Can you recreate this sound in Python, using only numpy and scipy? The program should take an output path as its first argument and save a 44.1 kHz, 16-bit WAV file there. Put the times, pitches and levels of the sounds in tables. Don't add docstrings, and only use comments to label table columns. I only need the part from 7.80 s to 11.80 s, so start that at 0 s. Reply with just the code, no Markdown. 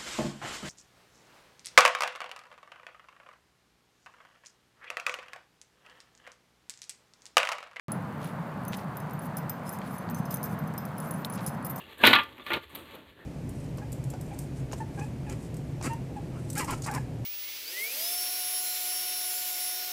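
import sys
import numpy as np
from scipy import signal
from scipy.fft import rfft, irfft
from scipy.io import wavfile
from scipy.ndimage import uniform_filter1d

SR = 44100
rng = np.random.default_rng(int(sys.argv[2]) if len(sys.argv) > 2 else 0)


def generate_wav(signal):
    frames = np.transpose(np.atleast_2d(signal))
    scaled = np.clip(frames, -1, 1) * 32767
    pcm = np.round(scaled).astype(np.int16)
    wavfile.write(sys.argv[1], SR, pcm)


N = 176400

# frequency_hz, level_db
AIR_SPECTRUM = [(15, -53), (25, -30.5), (38, -33), (59, -25.5), (129, -3.5), (149, 0), (201, -3),
                (374, -19), (569, -15), (1020, -15), (1640, -23), (3000, -39), (3900, -48), (6600, -120)]
HISS_SPECTRUM = [(2000, -26), (3000, 0), (4500, 1.5), (5300, -6), (9000, -5.5), (15000, -6.5)]
# time_s, level_db
WIND_LEVELS = [(.1, -1), (2.0, -0.5), (2.8, 1.2), (4, 0)]
# pitch_hz, free_t60_s, after_touch_db, chatter_db
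TAG_MODES = [(5120, .24, -10, -15), (6176, .28, -9, -14), (10060, .16, -16, -2), (13195, .22, -10, -5),
             (13770, .18, -11, 0)]
# start_s, tick_db, then level_db for each of the five modes
TAG_KNOCKS = [(0.1189, -20, -58, -62, -28.5, -53, -42), (0.443, -45, -72, -70, -46.5, -58, -50),
              (0.851, -29.5, -72, -59, -50, -56, -56), (0.881, -31, -70, -46.5, -37, -47, -37),
              (0.9694, -28, -57, -66, -46, -45, -49), (1.17, -26.5, -62, -74, -50, -40, -41),
              (1.201, -32, -58, -55, -48, -53, -55), (1.3334, -39, -80, -63, -72, -46, -44),
              (1.392, -33, -71, -70, -41, -64, -59), (1.5697, -22, -50, -68, -35.5, -46, -32.5),
              (1.696, -18.5, -47.5, -50, -42, -36, -31), (1.8923, -18, -56, -66, -39.5, -43, -52),
              (1.9274, -42, -72, -60, -59, -41, -38), (2.1822, -32, -67, -54, -41, -48, -53),
              (2.346, -23, -71, -41.5, -45, -47, -45), (2.4546, -33, -52, -53, -49, -48, -62),
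              (2.508, -30, -46, -65, -63, -47, -32.5), (2.5415, -16, -61, -43.5, -31, -36, -30),
              (2.6302, -20, -65, -55, -38, -52, -41), (2.6389, -28, -58, -48.5, -54, -35, -31),
              (2.7886, -35, -61, -66, -52, -44.5, -50), (2.8744, -44, -62, -59, -50, -53, -51),
              (2.979, -23, -44.5, -69, -46.5, -34, -40), (3.053, -30, -65, -60, -47.5, -45, -51),
              (3.1807, -42, -54, -70, -41, -54, -42), (3.2018, -26, -56, -67, -37.5, -46, -55),
              (3.3096, -24, -75, -54, -30.5, -44, -38), (3.3388, -31, -75, -70, -40.5, -59, -57),
              (3.4993, -31, -65, -55, -35.5, -54, -45), (3.5234, -34, -66, -64, -37, -57, -57),
              (3.6639, -16, -44, -49, -29.5, -41, -41), (3.8474, -27, -52, -74, -35.5, -45, -33),
              (3.8649, -27, -70, -65, -40, -43, -35), (3.8983, -39, -72, -77, -50, -34, -36),
              (3.96, -27, -68, -55, -60, -48, -35)]
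# start_s, level_db
CLIP_CLICKS = [(.836, -36), (.9635, -38), (1.310, -28), (1.988, -26.5), (2.299, -24.5), (2.560, -23.5),
               (2.571, -24), (2.939, -29), (3.4475, -20)]
# frequency_hz, level_db
METAL_SPECTRUM = [(2000, -22), (4000, -4), (7000, 1.5), (10000, 5.5), (13700, 3.5), (16000, -10)]
# start_s, length_s, level_db
CRUNCHES = [(.395, 0.11, -54), (.917, 0.044, -46), (.96, 0.074, -57.5), (2.0, 0.11, -60),
            (2.485, 0.07, -58), (3.56, 0.063, -51), (3.62, 0.054, -60)]
# frequency_hz, level_db
GRAVEL_SPECTRUM = [(600, -10), (1700, 2), (4000, 0), (5500, -7), (9000, -13), (15000, -21)]
CHATTERS = [(.40, 0.13, -58), (.905, 0.12, -58), (1.41, 0.066, -55), (1.578, 0.011, -44.5),
            (1.698, 0.029, -62), (1.848, 0.05, -49.5), (1.895, 0.083, -51.5), (2.03, 0.15, -57),
            (2.125, 0.054, -58.5), (2.297, 0.018, -50), (2.35, 0.061, -50), (2.497, 0.042, -43.5),
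            (2.542, 0.029, -58), (2.618, 0.068, -46), (2.68, 0.076, -52.5), (3.21, 0.096, -52),
            (3.31, 0.13, -57.5), (3.446, 0.016, -42.5), (3.525, 0.042, -45.5), (3.60, 0.056, -53),
            (3.664, 0.031, -37.5), (3.69, 0.079, -61), (3.842, 0.04, -51), (3.892, 0.022, -46),
            (3.95, 0.055, -47)]
# start_s, level_db
THUDS = [(0.906, -24.5), (2.399, -19.5), (2.729, -24), (2.823, -25), (2.837, -22.5), (2.899, -27)]
# start_s, level_db, pitch_hz, grind_decay_s
SHARP_CRACKS = [(0.9334, -18, 2500, 0.00029), (0.939, -39, 4000, 0.0023), (2.0168, -29, 1950, 0.0026),
                (2.290, -33, 3580, 0.001), (3.448, -22.5, 3630, 0.0021)]


def undb(db):
    return 10 ** (np.asarray(db) / 20)


def unit(x):
    return x / np.sqrt(np.mean(x ** 2) + 1e-20)


def add(out, start_s, x):
    i = int(np.clip(start_s * SR, 0, N - 1))
    out[i:i + len(x)] += x[:N - i]


def colour(x, spectrum):
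    hz, db = np.array(spectrum).T
    f = np.maximum(np.fft.rfftfreq(N, 1 / SR), 1)
    gain = unit(undb(np.interp(np.log(f), np.log(hz), db)))
    return irfft(rfft(x) * gain, N)


def drift(rate_hz):
    k = int(SR / rate_hz)
    held = np.repeat(rng.standard_normal(N // k + 1), k)
    return unit(uniform_filter1d(uniform_filter1d(held, k), k)[:N])


def impacts(per_s, spread_db):
    size = undb(spread_db * np.clip(rng.standard_normal(N), -2, 2))
    return unit((rng.random(N) < per_s / SR) * size * rng.choice([-1, 1], N))


def swells(rows):
    out = np.zeros(N)
    for start, length, db in rows:
        add(out, start, undb(db) * np.sqrt(2 * np.hanning(max(int(length * SR), 8))))
    return out


def noise_bursts(hits, decay_s):
    r = np.exp(-2 / (decay_s * SR))
    power = signal.lfilter([1 - r], [1, -r], hits ** 2 + 1e-18)
    return np.sqrt(power) * rng.standard_normal(N)


def air(edge_hz=330, gust_db=.3, flutter_db=.9):
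    t = np.arange(N) / SR
    noise = undb(-35.5) * colour(unit(rng.standard_normal(N)), AIR_SPECTRUM)
    low = signal.sosfiltfilt(signal.butter(4, edge_hz, fs=SR, output="sos"), noise)
    trend_db = np.interp(t, *np.array(WIND_LEVELS).T)
    wind = low * undb(trend_db + gust_db * drift(29) + flutter_db * drift(29.93))
    wash = (noise - low) * undb(.5 * drift(14))
    hiss = undb(-62.5) * colour(rng.standard_normal(N), HISS_SPECTRUM)
    return wind + wash + hiss


def tag_knocks(damping_s=.0045, detune_hz=20, buzz=.16, buzz_hz=300, twin_hz=5944):
    out, t = np.zeros(N), np.arange(SR // 5) / SR
    attack = np.minimum(t / .0003, 1)
    buzz_band = signal.butter(2, buzz_hz, fs=SR, output="sos")
    for start, _, *mode_db in TAG_KNOCKS:
        for k, (hz, t60, after_touch_db, _) in enumerate(TAG_MODES):
            detune, phase, late = rng.standard_normal(3)
            free_s = .0051 * np.exp(.4 * late)
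            touch = np.exp(-np.maximum(t - free_s, 0) / damping_s)
            envelope = attack * 1000 ** (-t / t60) * np.maximum(touch, undb(after_touch_db))
            graze = buzz * unit(signal.sosfilt(buzz_band, rng.standard_normal((2, len(t)))))
            cycles = (hz + detune_hz * detune) * t + phase
            ring = (1 + graze[0]) * np.sin(2 * np.pi * cycles + graze[1])
            if k == 0:
                ring += undb(-5) * np.sin(2 * np.pi * twin_hz * t)
            add(out, start, 2 * undb(mode_db[k] - 6.5) * envelope * ring)
    return out


def metal_ticks(decay_s=.00098):
    out, t = np.zeros(N), np.arange(SR // 50) / SR
    for start, db, *_ in list(TAG_KNOCKS) + list(CLIP_CLICKS):
        add(out, start, undb(db - 11.5) * np.exp(-t / decay_s) * rng.standard_normal(len(t)))
    return colour(out, METAL_SPECTRUM)


def gravel(grain_s=.0009):
    grains = impacts(per_s=1100, spread_db=4.5) * swells(CRUNCHES)
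    crunch = colour(noise_bursts(grains, grain_s), GRAVEL_SPECTRUM)
    loose = noise_bursts(impacts(per_s=80, spread_db=4.5), grain_s)
    return crunch + undb(-70) * loose


def tag_chatter(t60_s=.05, bend_hz=35, shift_db=5, shifts_per_s=45):
    t = np.arange(N) / SR
    contacts = impacts(per_s=1300, spread_db=3.8) * swells(CHATTERS)
    contacts += impacts(per_s=22, spread_db=3.8) * undb(-79 + 3.5 * t)
    r = np.exp(-np.log(1000) / (t60_s * SR))
    ring = np.zeros(N)
    for hz, _, _, db in TAG_MODES:
        drive = contacts * rng.standard_normal(N) * unit(undb(shift_db * drift(shifts_per_s)))
        bend = np.exp(2j * np.pi * np.cumsum(bend_hz * drift(shifts_per_s)) / SR)
        pole = r * np.exp(2j * np.pi * hz / SR)
        mode = np.sqrt(1 - r * r) * signal.lfilter([1], [1, -pole], drive)
        ring += undb(db) * (mode * bend).imag
    scrape = colour(noise_bursts(contacts, decay_s=.002), METAL_SPECTRUM)
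    return undb(-2.5) * ring + undb(-6.5) * scrape


def thuds(pitch_hz=173, rise_s=.0047):
    out, t = np.zeros(N), np.arange(SR // 10) / SR
    envelope = (t / rise_s * np.exp(1 - t / rise_s)) ** 2
    for start, db in THUDS:
        add(out, start, -undb(db) * envelope * np.sin(2 * np.pi * pitch_hz * t))
    return out


def sharp_cracks(q=1.7):
    out, t = np.zeros(N), np.arange(SR // 10) / SR
    for start, db, hz, decay_s in SHARP_CRACKS:
        band = signal.iirpeak(hz, q, fs=SR)
        crack = np.exp(-np.pi * hz / q * t) * np.sin(2 * np.pi * hz * t)
        grind = unit(signal.lfilter(*band, signal.lfilter(*band, rng.standard_normal(len(t)))))
        add(out, start, undb(db) * (undb(-6) * np.exp(-t / decay_s) * grind - crack))
    return out


def scene():
    mix = air() + tag_knocks() + metal_ticks() + gravel() + tag_chatter() + thuds() + sharp_cracks()
    return mix[None]


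def record(dry):
    start_s, cutoff_hz = .083, 15400
    gate = np.arange(N) / SR >= start_s
    return signal.sosfilt(signal.ellip(8, .2, 70, cutoff_hz, fs=SR, output="sos"), dry * gate)


dry = scene()
out = record(dry)
generate_wav(out)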